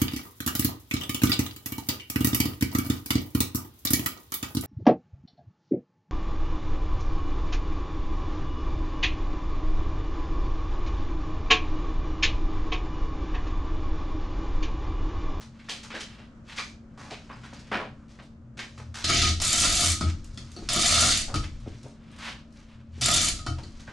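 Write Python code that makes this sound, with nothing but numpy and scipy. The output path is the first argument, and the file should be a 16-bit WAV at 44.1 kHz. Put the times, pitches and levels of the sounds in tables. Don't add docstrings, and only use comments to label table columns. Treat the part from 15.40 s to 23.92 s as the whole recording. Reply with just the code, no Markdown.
import sys
import numpy as np
from scipy import signal
from scipy.fft import rfft, irfft, next_fast_len
from scipy.io import wavfile
from scipy.ndimage import uniform_filter1d

SR = 44100
rng = np.random.default_rng(int(sys.argv[2]) if len(sys.argv) > 2 else 0)


def unload_audio(sound):
    columns = np.transpose(np.atleast_2d(sound))
    steps = np.round(np.clip(columns, -1, 1) * 32767)
    wavfile.write(sys.argv[1], SR, steps.astype(np.int16))


def magnitude_from_level(level_db):
    exponent = np.asarray(level_db, float) / 20
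    return 10 ** exponent


N = 375732
TIME = np.arange(N) / SR

# (frequency [Hz], side minus mid [dB])
SHED_SIDE = [(100, -24), (260, -13.5), (500, -9.5), (1500, -6), (2500, -3), (5000, -5), (8000, -6.5),
             (12000, -22.5)]


def unit(x):
    return x / np.sqrt(np.mean(x ** 2))


def colour(x, points):
    hz, db = np.transpose(points)
    size = next_fast_len(len(x))
    bins_hz = np.arange(size // 2 + 1) * SR / size
    gain = magnitude_from_level(np.interp(np.log(bins_hz + 1), np.log(hz), db))
    return irfft(rfft(x, size) * gain, size)[:len(x)]


def ring(x, modes):
    out = 0
    for hz, width, db in modes:
        pole = np.exp((2j * np.pi * hz - np.pi * width) / SR)
        out = out + magnitude_from_level(db) * (1 - abs(pole)) * signal.lfilter([1], [1, -pole], x).imag
    return out


def band(x, low_hz, high_hz):
    return signal.sosfilt(signal.butter(2, [low_hz, high_hz], "band", fs=SR, output="sos"), x)


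def smear(blows, length_s):
    return signal.lfilter([1], [1, -np.exp(-1 / (length_s * SR))], blows)


def walk(rate):
    k = int(SR / rate)
    held = np.repeat(rng.standard_normal(N // k + 1), k)
    return unit(uniform_filter1d(uniform_filter1d(held, k), k)[:N])


def place(out, s, sound):
    start = int(s * SR)
    room = out[..., start:start + sound.shape[-1]]
    room += sound[..., :room.shape[-1]]


def gains(tables, edge_s, shares):
    out = 0
    for table, share in zip(tables, shares):
        s, db = np.transpose(table)
        gate = np.clip(np.minimum(TIME - s[0], s[-1] - TIME) / edge_s, 0, 1)
        out = out + gate * magnitude_from_level(np.interp(TIME, s, db)) * magnitude_from_level(np.array([0, *share]))[:, None]
    return out


def swells(rows):
    roundness = 1.56
    coarse, power = TIME[::64], 0
    for s, db, rise, fall, *tied in rows:
        away = np.maximum((s - coarse) / max(rise, .005), (coarse - s) / max(fall, .005))
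        level_db = db - 20 * away ** roundness + np.array([0, *tied])[:, None]
        power = power + magnitude_from_level(level_db) ** 2
    return np.array([np.interp(TIME, coarse, np.sqrt(p)) for p in power])


def clicks(rate, scatter_db, length_s):
    strength = magnitude_from_level(scatter_db * np.clip(rng.standard_normal(N), -2, 2))
    struck = (rng.random(N) < rate / SR) * strength
    return unit(smear(struck, length_s) * rng.standard_normal(N))


def hoist():
    # (time [s], link rattle [dB])
    pulls = [
        [(3.64, -23.5), (3.648, -25.5), (3.666, -34), (3.694, -22.5), (3.814, -22.5), (3.892, -27),
         (3.96, -75.5)],
        [(4.0, -61), (4.018, -29), (4.23, -24.5), (4.31, -27), (4.478, -25.5), (4.534, -30.5), (4.6, -62)],
        [(5.29, -30.5), (5.448, -23), (5.732, -24), (5.814, -34.5), (5.87, -54.5)],
        [(7.61, -41), (7.616, -26.5), (7.734, -26.5), (7.742, -22.5), (7.894, -29), (7.942, -62), (8.0, -43)],
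    ]
    # (housing [dB], timber [dB], top [dB])
    pull_shakes = [(-8.5, -8.5, -35), (-4, -13, 2), (-5, -16, 1.5), (-4, -12.5, 1)]
    # (frequency [Hz], width [Hz], level [dB])
    link_rings = [(1980, 110, -5.5), (2247, 70, -3.5), (2347, 100, -1.5), (2777, 34, -2), (3073, 45, 2),
                  (3330, 60, -0.5), (3495, 49, 3.5), (3697, 70, 4), (4140, 63, 1), (4450, 57, 3.5),
                  (4640, 70, 1), (5100, 65, 2.5), (5960, 160, -0.5), (6700, 150, 0.5)]
    # (time [s], peak [dB], housing minus peak [dB], timber minus peak [dB], own ring [Hz])
    pawl_blows = [(3.6429, -14, -22.5, -39, 4060), (3.699, -15, -34, -13.5, 4600),
                  (4.0008, -20, -17, -44, 5440), (4.0178, -30.5, -3.5, -41, 3840),
                  (4.6098, -20.5, -7.5, -6.5, 4700), (4.975, -29.5, -17.5, -14, 3460),
                  (5.1629, -36, -11.5, -0.5, 4430), (5.2887, -14.5, -22.5, -31, 3340),
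                  (5.362, -20.5, -8, -8.5, 3300), (5.9417, -19, -8.5, -11.5, 4700),
                  (5.957, -21, -24, -12, 2330), (7.6117, -18.5, -21, -37, 3240),
                  (7.625, -16.5, -33, -51, 3460), (7.661, -32, -0.5, -7, 4450), (8.064, -23, -7, -13, 4240),
                  (8.0755, -41.5, 2.5, 1.5, 2220), (8.235, -39, -9, -3.5, 4680)]

    pull = gains(pulls, 0.0027, pull_shakes)
    drive = pull[:3] * clicks(700, 1.8, 0.0033) * magnitude_from_level(np.array([[-4.], [-2.5], [-2.5]]))
    drive[1] *= magnitude_from_level(3.87 * walk(40) - 8.0)
    drive[1] += magnitude_from_level(-6.5) * band(drive[1], 694, 720) + magnitude_from_level(4.0) * band(drive[1], 1304, 1500)

    links = sum(ring(clicks(210, 2.2, .0015), [mode]) for mode in link_rings)
    jingle = unit(links) * pull[0] * magnitude_from_level(-3.5)
    jingle += unit(band(clicks(600, 6.3, 0.0074), 5500, 9300)) * pull[3] * magnitude_from_level(-5.0)
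    jingle += ratchet()
    jingle += magnitude_from_level(-0.5) * band(drive[1], 320, 1850)

    age = np.arange(4096) / SR
    noises = rng.standard_normal((len(pawl_blows), 4096))
    for (s, db, housing_db, timber_db, hz), noise in zip(pawl_blows, noises):
        blow = noise * np.exp(-age / 0.0071)
        centred = magnitude_from_level(1.5) * blow + magnitude_from_level(1.0) * band(blow, 1200, 1900)
        levels = magnitude_from_level(db - 6.5 + np.array([0, housing_db + 5.5, timber_db + 13.0]))
        place(drive, s, levels[:, None] * np.array([blow, centred, blow]))
        dull_crack = magnitude_from_level(db + housing_db + 6.5) * band(blow, 280, 1600)
        first_click = magnitude_from_level(db - 15) * band(noise * np.exp(-age / .0012), 1500, 9000)
        knot = unit(band(noise, hz / 1.04, hz * 1.04)) * np.exp(-age / 0.011)
        own_ring = 0.67 * magnitude_from_level(db - 14 + 0.5 * (-22.0 - db)) * knot
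        place(jingle, s, dull_crack + first_click + own_ring)
    return steel(drive), jingle


def steel(drive):
    # (frequency [Hz], density [dB per Hz])
    clack = [(820, -60), (1400, -4.5), (1990, -4.5), (2930, -1.5), (4750, 2), (5440, -1.5), (10200, -11.5),
             (12000, -23.5), (15600, -53.5), (22000, -120)]
    # (frequency [Hz], width [Hz], level [dB])
    housing = [(640, 60, -11), (694, 55, -3), (1200, 70, -11), (1269, 42, 0), (1380, 80, -8),
               (1950, 110, -11), (2225, 70, -8), (2780, 40, -7), (3070, 40, -8)]
    # (frequency [Hz], width [Hz], level [dB])
    timber = [(192, 120, -2.5), (257.4, 190, -9.5), (297, 26, 4.5), (318.5, 25, 6), (360, 37, -9.5),
              (450, 61, -16.5)]
    blow = np.zeros(SR // 2)
    blow[SR // 4] = 1
    out = 0
    for shape, points, push in zip((colour, ring, ring), (clack, housing, timber), drive):
        out = out + shape(push, points) / np.linalg.norm(shape(blow, points))
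    return out


def ratchet():
    # (time [s], peak [dB])
    teeth = [
        [(3.6444, -36), (3.6763, -28), (3.6972, -17), (3.7372, -13), (3.7741, -13), (3.8145, -24.5),
         (3.8549, -26.5), (3.8758, -38)],
        [(4.0178, -14.5), (4.0487, -17), (4.0782, -14), (4.1051, -16), (4.1296, -13.5), (4.1779, -17),
         (4.2014, -16), (4.2962, -14.5), (4.3246, -15), (4.3516, -13.5), (4.3785, -20), (4.4084, -13),
         (4.4359, -20), (4.4593, -12.5), (4.4833, -18), (4.5177, -17)],
        [(5.3333, -13), (5.3607, -15.5), (5.4076, -23), (5.4625, -12.5), (5.4799, -17), (5.5119, -21.5),
         (5.6096, -12), (5.6855, -20), (5.7049, -20.5), (5.7738, -13.5)],
        [(7.6104, -28), (7.6582, -12.5), (7.6847, -14.5), (7.7136, -15.5), (7.7376, -14.5), (7.7615, -17),
         (7.8144, -15.5), (7.8443, -18.5), (7.8847, -14)],
    ]
    # (frequency [Hz], width [Hz], level [dB])
    tooth_rings = [(6960, 36, 4), (7350, 240, 5.5), (8700, 340, -7.5), (10200, 1300, -5.5)]
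    blows = np.zeros(N)
    for run, offset_db in zip(teeth, (-18.5, -7, -8, -5.5)):
        s, db = np.transpose(run)
        blows[(s * SR).astype(int)] = magnitude_from_level(db + offset_db)
    crunch = smear(blows, 0.0059) * rng.standard_normal(N)
    unit_gain = np.std(ring(rng.standard_normal(SR), tooth_rings))
    return ring(crunch, tooth_rings) / unit_gain + magnitude_from_level(-7.5) * band(crunch, 3000, 8500)


def knocks():
    # (time [s], peak [dB])
    low_knocks = [(3.645, -36), (3.689, -45), (3.726, -27), (3.755, -27.5), (3.785, -28.5), (3.826, -42),
                  (3.872, -30), (4.026, -36), (4.069, -58), (4.135, -30.5), (4.186, -42), (4.247, -53),
                  (4.31, -29), (4.358, -30), (4.392, -27.5), (4.422, -45), (4.476, -33), (4.614, -39),
                  (4.641, -43), (5.168, -40), (5.299, -28), (5.364, -24), (5.44, -20.5), (5.506, -35.5),
                  (5.565, -27), (5.622, -19), (5.692, -28), (5.741, -45), (5.774, -35), (5.881, -43),
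                  (5.956, -45), (7.612, -36), (7.661, -43), (7.697, -23), (7.761, -30), (7.827, -36),
                  (7.867, -37), (7.988, -48), (8.073, -33)]
    # (time [s], peak [dB])
    high_knocks = [(3.664, -29), (3.6964, -19), (3.7599, -47), (3.8272, -19), (3.86, -41), (4.04, -29),
                   (4.096, -39.5), (4.134, -26.5), (4.1807, -35), (4.2087, -45.5), (4.27, -29),
                   (4.3205, -29), (4.38, -25), (4.405, -31), (4.4362, -37.5), (4.467, -38.5), (4.522, -34),
                   (5.3088, -41.5), (5.3438, -42.5), (5.378, -32.5), (5.4294, -31.5), (5.4641, -26),
                   (5.499, -29), (5.5426, -23), (5.5657, -25), (5.6083, -25), (5.6294, -42.5),
                   (5.695, -39.5), (5.7744, -43), (7.661, -29), (7.681, -21), (7.7113, -31), (7.737, -27),
                   (7.797, -28), (7.8494, -47), (7.9129, -47), (7.9914, -36)]
    # (frequency [Hz], rise [s], decay [s], gain [dB])
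    knock_tones = [(696, .004, .019, -3), (1269, .005, .024, -4.5)]
    # (time [s], peak [dB])
    ticks = [(4.844, -33), (4.9452, -42), (5.1167, -33), (6.201, -46), (6.281, -47), (6.352, -48),
             (6.4307, -36.5), (6.4827, -43), (6.7147, -43), (6.7631, -42), (6.787, -35), (6.822, -42),
             (7.1248, -49), (7.5834, -46.5)]
    out, age = np.zeros(N), np.arange(8192) / SR
    for table, (hz, rise, decay, gain_db) in zip((low_knocks, high_knocks), knock_tones):
        fade = (1 - np.exp(-age / rise)) * np.exp(-age / decay)
        for (s, db), (detune, turn) in zip(table, rng.standard_normal((len(table), 2))):
            tone = np.sin(2 * np.pi * hz * (1 + 0.011 * detune) * age + turn)
            tone += 0.48 * np.sin(2 * np.pi * hz * (1.06 + 0.014 * turn) * age)
            place(out, s, magnitude_from_level(db + gain_db) * tone * fade)
    for (s, db), noise in zip(ticks, rng.standard_normal((len(ticks), 8192))):
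        place(out, s, magnitude_from_level(db - 6.5) * band(noise * np.exp(-age / 0.0053), 2800, 8500))
    return out


def pings():
    # (time [s], peak [dB], frequency [Hz], decay [s])
    ping_rows = [(1.185, -34.5, 2340, 0.025), (1.907, -47, 1100, 0.018), (1.93, -56, 4960, 0.025),
                 (2.165, -53, 4750, .012), (4.612, -34.5, 1316, 0.033), (5.165, -46.5, 4345, 0.017),
                 (0.2, -56, 2200, .02), (5.166, -51, 5900, .008), (1.19, -48, 3400, 0.018),
                 (1.195, -43, 4800, .012), (1.2, -40, 1200, 0.017), (1.21, -41, 2300, 0.023),
                 (4.64, -38, 321, 0.026), (5.955, -33, 302, 0.037), (1.19, -36.5, 1200, 0.013),
                 (4.625, -43.5, 2223, 0.031), (4.1, -48, 5975, .025), (4.63, -52, 4172, .03),
                 (4.976, -50, 6800, .012), (4.98, -54, 1970, .012), (4.615, -50, 4400, .03),
                 (5.7, -46, 500, .03), (4.62, -47, 3400, 0.041), (8.068, -46, 5400, .012),
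                 (8.07, -48, 5561, 0.011), (8.069, -34.5, 1362, 0.011), (8.234, -49, 4300, 0.016),
                 (8.478, -44, 1550, 0.018)]
    out, age = np.zeros(N), np.arange(8192) / SR
    for s, db, hz, decay in ping_rows:
        cluster = 0
        for ratio, weight in ((1, 1), (1.03, 1.13), (.955, .6)):
            cluster = cluster + weight * np.sin(2 * np.pi * hz * ratio * age)
        place(out, s, magnitude_from_level(db) * cluster * np.exp(-age / max(decay, .003)))
    return out


def steps():
    # (time [s], peak [dB], loudest [Hz], bass minus peak [dB], contact length [s])
    heavy = [(0.191, -45, 2100, -28, 0.02), (0.287, -24, 3180, -14, 0.042), (0.5, -29, 1930, -17, 0.047),
             (0.782, -41.5, 1870, -6.5, 0.03), (1.892, -33, 1190, -13.5, 0.036),
             (2.313, -19, 1490, -3.5, 0.049), (2.403, -25.5, 910, -3, 0.017), (2.785, -43, 2000, -1, 0.023),
             (5.88, -37, 706, 1, 0.052), (8.182, -39, 3170, 0, 0.016), (8.474, -39, 1500, -1, 0.026)]
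    # (time [s], peak [dB], loudest [Hz], treble minus peak [dB], contact length [s])
    gritty = [(0.004, -42.5, 1270, 1, 0.032), (0.428, -39, 1510, 2, 0.035), (0.542, -28.5, 1740, -9, 0.033),
              (0.597, -30, 3030, -4.5, 0.032), (1.176, -22.5, 2130, -9, 0.028),
              (1.573, -38.5, 1100, -5.5, 0.12), (1.703, -30.5, 2420, -12.5, 0.033),
              (2.032, -35.5, 1480, -9, 0.032), (2.131, -40, 940, -1, 0.017),
              (2.19, -52.5, 1620, 7.5, 0.022), (2.68, -54, 2100, 1, 0.069),
              (2.819, -50.5, 3730, -14, 0.034), (3.169, -37, 1770, -2.5, 0.055),
              (3.188, -24.5, 2140, -12, 0.025), (3.375, -37, 1230, -5, 0.028),
              (3.54, -33, 1520, 1.5, 0.082), (6.024, -32, 2150, -5.5, 0.026), (8.394, -45, 1410, 4, 0.017)]
    rows = [(s, db, hz, -50, bass, length) for s, db, hz, bass, length in heavy]
    for s, db, hz, treble, length in gritty:
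        bass = -12.5 + 0.5 * (-37.0 - db)
        rows.append((s, db, hz, treble, bass, length))
    out, age = np.zeros(N), np.arange(8192) / SR
    noises = rng.standard_normal((len(rows), 4, 8192))
    for (s, db, hz, treble_db, bass_db, length), noise in zip(rows, noises):
        burst = unit(band(band(noise[0], hz / 1.73, hz * 3.47), hz / 4.9, hz * 1.53))
        burst += magnitude_from_level(-8.5) * unit(band(noise[3], hz / 1.097, hz * 1.06))
        burst += magnitude_from_level(treble_db + 0.5) * unit(band(noise[1], 2800, 6800))
        burst += magnitude_from_level(bass_db + 4) * unit(band(noise[2], 125, 1100))
        burst *= magnitude_from_level(2.3 * np.repeat(noise[2, :64], 128).clip(-2, 2))
        part = age / max(length, .003)
        load = np.exp(-part) * (1 - .8 * np.exp(-part / .4)) * np.minimum(age / .004, 1)
        place(out, s, magnitude_from_level(db - 5) * burst * load)
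    return out


def edges():
    # (time [s], peak [dB], frequency [Hz])
    touches = [(0.195, -49, 2000), (0.286, -27.5, 1680), (0.504, -33, 1750), (1.174, -29, 2280),
               (1.576, -35.5, 890), (1.899, -33, 1050), (2.036, -42, 1370), (2.127, -33, 900),
               (2.316, -20.5, 694), (2.789, -41, 1670), (3.178, -37, 2070), (3.399, -34, 635),
               (6.269, -43, 554), (6.443, -35, 511), (8.184, -37, 650), (8.475, -41, 1600)]
    out, age = np.zeros(N), np.arange(4096) / SR
    for (s, db, hz), noise in zip(touches, rng.standard_normal((len(touches), 4096))):
        place(out, s, magnitude_from_level(db - 8.5) * unit(band(noise, hz / 2.03, hz * 1.4)) * np.exp(-age / 0.0079))
    return out


def scuffs():
    # (loudest [s], level [dB], rise [s], fall [s], treble minus level [dB])
    drags = [(0.314, -48, 0.27, 0.36, -11), (0.5, -72, 0.087, 0.6, -3), (0.7, -48, 0.36, 0.21, -55),
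             (0.84, -57, .2, 0.07, -12), (1.1, -38.5, 0.049, 0.14, -8), (1.174, -33.5, 0.026, 0.084, -5),
             (1.23, -52, 0.066, 0.11, 11), (1.79, -55.5, .12, 1, -3.5), (2.3, -49, 0.85, 0.14, -9),
             (3.35, -55, 0.11, 0.25, -1.5), (3.63, -57, .06, .03, -14), (4.7, -35.5, 0.11, 0.034, -2),
             (4.95, -55.5, .5, 0.77, 2), (5.24, -47.5, 0.26, 0.24, 0), (6.17, -71, .2, 0.33, 6),
             (6.33, -47, 0.23, 0.081, -10), (6.48, -52.5, 0.61, 0.12, -2), (6.74, -52, 0.25, 0.12, -18),
             (6.845, -29, 0.089, 0.14, -15.5), (7.196, -50, 0.13, 0.088, -3.5),
             (7.31, -52.5, 0.07, 0.19, -24), (7.6, -45, 0.096, 0.05, -5.5), (8.24, -63, 0.077, 0.94, 9),
             (8.5, -50, 0.66, .1, -11)]
    body, treble = swells(drags) * magnitude_from_level(-9.0)
    crunch = unit(band(clicks(820, 9.5, 0.014), 800, 3530))
    fizz = unit(band(clicks(1100, 2.0, .003), 3700, 6950))
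    return body * crunch + treble * fizz


def thuds():
    # (time [s], peak [dB], frequency [Hz], length [s])
    wood_knocks = [(0.539, -36, 470, 0.042), (1.713, -30, 573, 0.013), (2.129, -34, 226, 0.004),
                   (5.167, -40, 226, 0.029), (6.261, -29, 240, 0.015), (6.275, -26.5, 197, 0.0067),
                   (6.456, -37, 226, 0.016), (6.46, -36.5, 488, 0.012), (5.222, -35, 298, 0.02),
                   (3.18, -45.5, 295, 0.07), (7.578, -38, 230, 0.013)]
    out, age = np.zeros(N), np.arange(4096) / SR
    for (s, db, hz, length), noise in zip(wood_knocks, rng.standard_normal((len(wood_knocks), 4096))):
        hump = unit(band(noise, hz / 2.13, hz * 1.4))
        place(out, s, magnitude_from_level(db - 3.0) * hump * np.exp(-age / max(length, .003)))
    return out


def beam():
    # (loudest [s], beam [dB], rise [s], fall [s], floor boards minus beam [dB])
    jolts = [(0.02, -47.5, 0.27, 0.24, 4), (1.44, -50, 1, 0.061, -6), (1.71, -49, 0.3, 0.044, 0),
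             (2.16, -51, 0.52, 0.17, 6), (2.49, -45.5, 0.062, 0.16, 8), (2.92, -51, 0.1, 1, 3.5),
             (3.41, -36.5, 0.11, 0.25, -1.5), (3.7, -28.5, 0.11, 0.33, -5), (3.8, -24, 0.13, 0.3, -4.5),
             (3.93, -30, .2, 0.12, -11), (4.08, -32.5, 0.027, 0.087, 2), (4.22, -33.5, 0.054, 0.15, -8),
             (4.53, -24, 0.18, 0.21, -17), (4.65, -20, 0.063, 0.14, -9), (4.9, -44, 0.29, 1, 0.5),
             (5.38, -38.5, 0.12, 0.29, -10), (5.6, -26, 0.19, 0.24, -4), (5.985, -22.5, 0.07, 0.12, -3.5),
             (6.35, -41.5, 0.41, 0.41, -1), (7.66, -31.5, 0.089, 0.2, -0.5), (7.9, -31.5, 0.53, 0.12, -7.5),
             (8.09, -27, 0.023, 0.19, -2)]
    # (loudest [s], deep rumble [dB], rise [s], fall [s])
    settling = [(2.35, -50, 0.12, .2), (3.8, -28.5, 0.15, 0.36), (4.01, -30.5, 0.09, 0.093),
                (4.32, -32.5, 0.32, 0.41), (4.82, -36, .2, 0.32), (5.5, -33, 0.44, 0.32),
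                (5.77, -33, 0.26, 0.34), (6.0, -32, .2, 0.42), (7.9, -33, .4, 0.54), (8.3, -44, 0.33, 0.72)]
    # (beam [dB], boards [dB], rumble [dB])
    rest_db = (-67, -51, -55)
    moving = np.vstack([swells(jolts), swells(settling)])
    level, board, deep = np.hypot(moving, magnitude_from_level(np.array(rest_db))[:, None])
    out = magnitude_from_level(-4.5) * level * boom(83.2, 0.69)
    out += magnitude_from_level(-6.0) * board * boom(123, 0.99)
    return out + magnitude_from_level(-3.0) * deep * unit(band(rng.standard_normal(N), 8, 55))


def boom(hz, sway):
    shaking = 1 + sway * (walk(30) + 1j * walk(30))
    return unit((shaking * np.exp(2j * np.pi * hz * TIME)).real)


def hum():
    turn = 2 * np.pi * np.cumsum(226 + .8 * walk(4)) / SR
    return magnitude_from_level(-50 + 0.58 * walk(5.2)) * np.sin(turn)


def air():
    # (frequency [Hz], density [dB per Hz])
    low_air = [(12, -49), (20, -27.5), (59, -3), (114, -13), (160, -9), (270, -11), (320, -17.5),
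               (441, -27), (576, -21), (720, -31), (1400, -43), (1820, -76.5), (3080, -120)]
    # (frequency [Hz], density [dB per Hz])
    traffic = [(700, -20.5), (1300, -11), (2000, -23), (4000, -33.5), (7000, -33.5), (10000, -47.5),
               (12000, -63)]
    layers = []
    for _ in range(2):
        low = unit(colour(rng.standard_normal(N), low_air))
        far = unit(colour(rng.standard_normal(N), traffic))
        layers.append(low + magnitude_from_level(-15.5 + 2.0 * walk(13.0)) * far)
    mid, side = layers
    return magnitude_from_level(-51 + 1.5 * walk(2.405)) * np.array([mid, colour(side, SHED_SIDE)])


def shed(x, wet_db):
    # (frequency [Hz], time to fall 60 dB [s])
    shed_t60 = [(100, 0.79), (500, 0.3), (2000, 0.29), (6000, 0.35), (12000, 0.24)]
    age = np.arange(SR // 2) / SR
    hz, t60 = np.transpose(shed_t60)
    tails = np.zeros((2, len(age)))
    for centre in 60 * 2 ** np.arange(0, 8, .5):
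        fade = magnitude_from_level(-60 * age / np.interp(np.log(centre), np.log(hz), t60))
        tails += fade * band(rng.standard_normal((2, len(age))), centre / 1.262, centre * 1.19)
    tails *= np.minimum(age / 0.0064, 1)
    tails *= magnitude_from_level(wet_db) / np.linalg.norm(tails[0])
    tails[0, 0] += 1
    mid, side = (signal.fftconvolve(x, tail)[:N] / np.linalg.norm(tails[0]) for tail in tails)
    return np.array([mid, colour(side, SHED_SIDE)])


def scene():
    wheel, chain = hoist()
    floor = steps() + pings() + edges() + scuffs() + thuds()
    mid, side = (shed(wheel, wet_db=-2.0) + shed(chain, wet_db=-6.5) + shed(knocks(), wet_db=-4.0)
                 + shed(floor, wet_db=-8.5) + air())
    bass = beam()
    mid += bass + hum()
    side += magnitude_from_level(-34.5) * np.roll(bass, 900)
    side += colour(mid, [(200, -20), (350, -34.5), (600, -56.0)])
    return np.array([mid + side, mid - side])


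def band_limit(x):
    return signal.sosfilt(signal.butter(12, 12900, fs=SR, output="sos"), x)


def record(dry):
    port = 0.44 * dry + 0.55 * signal.lfilter(*signal.iirnotch(11050, 10, fs=SR), dry)
    top_cut = signal.ellip(8, .3, 60, 11650, fs=SR, output="sos")
    return band_limit(signal.sosfilt(top_cut, port))


dry = scene()
out = record(dry)
unload_audio(out)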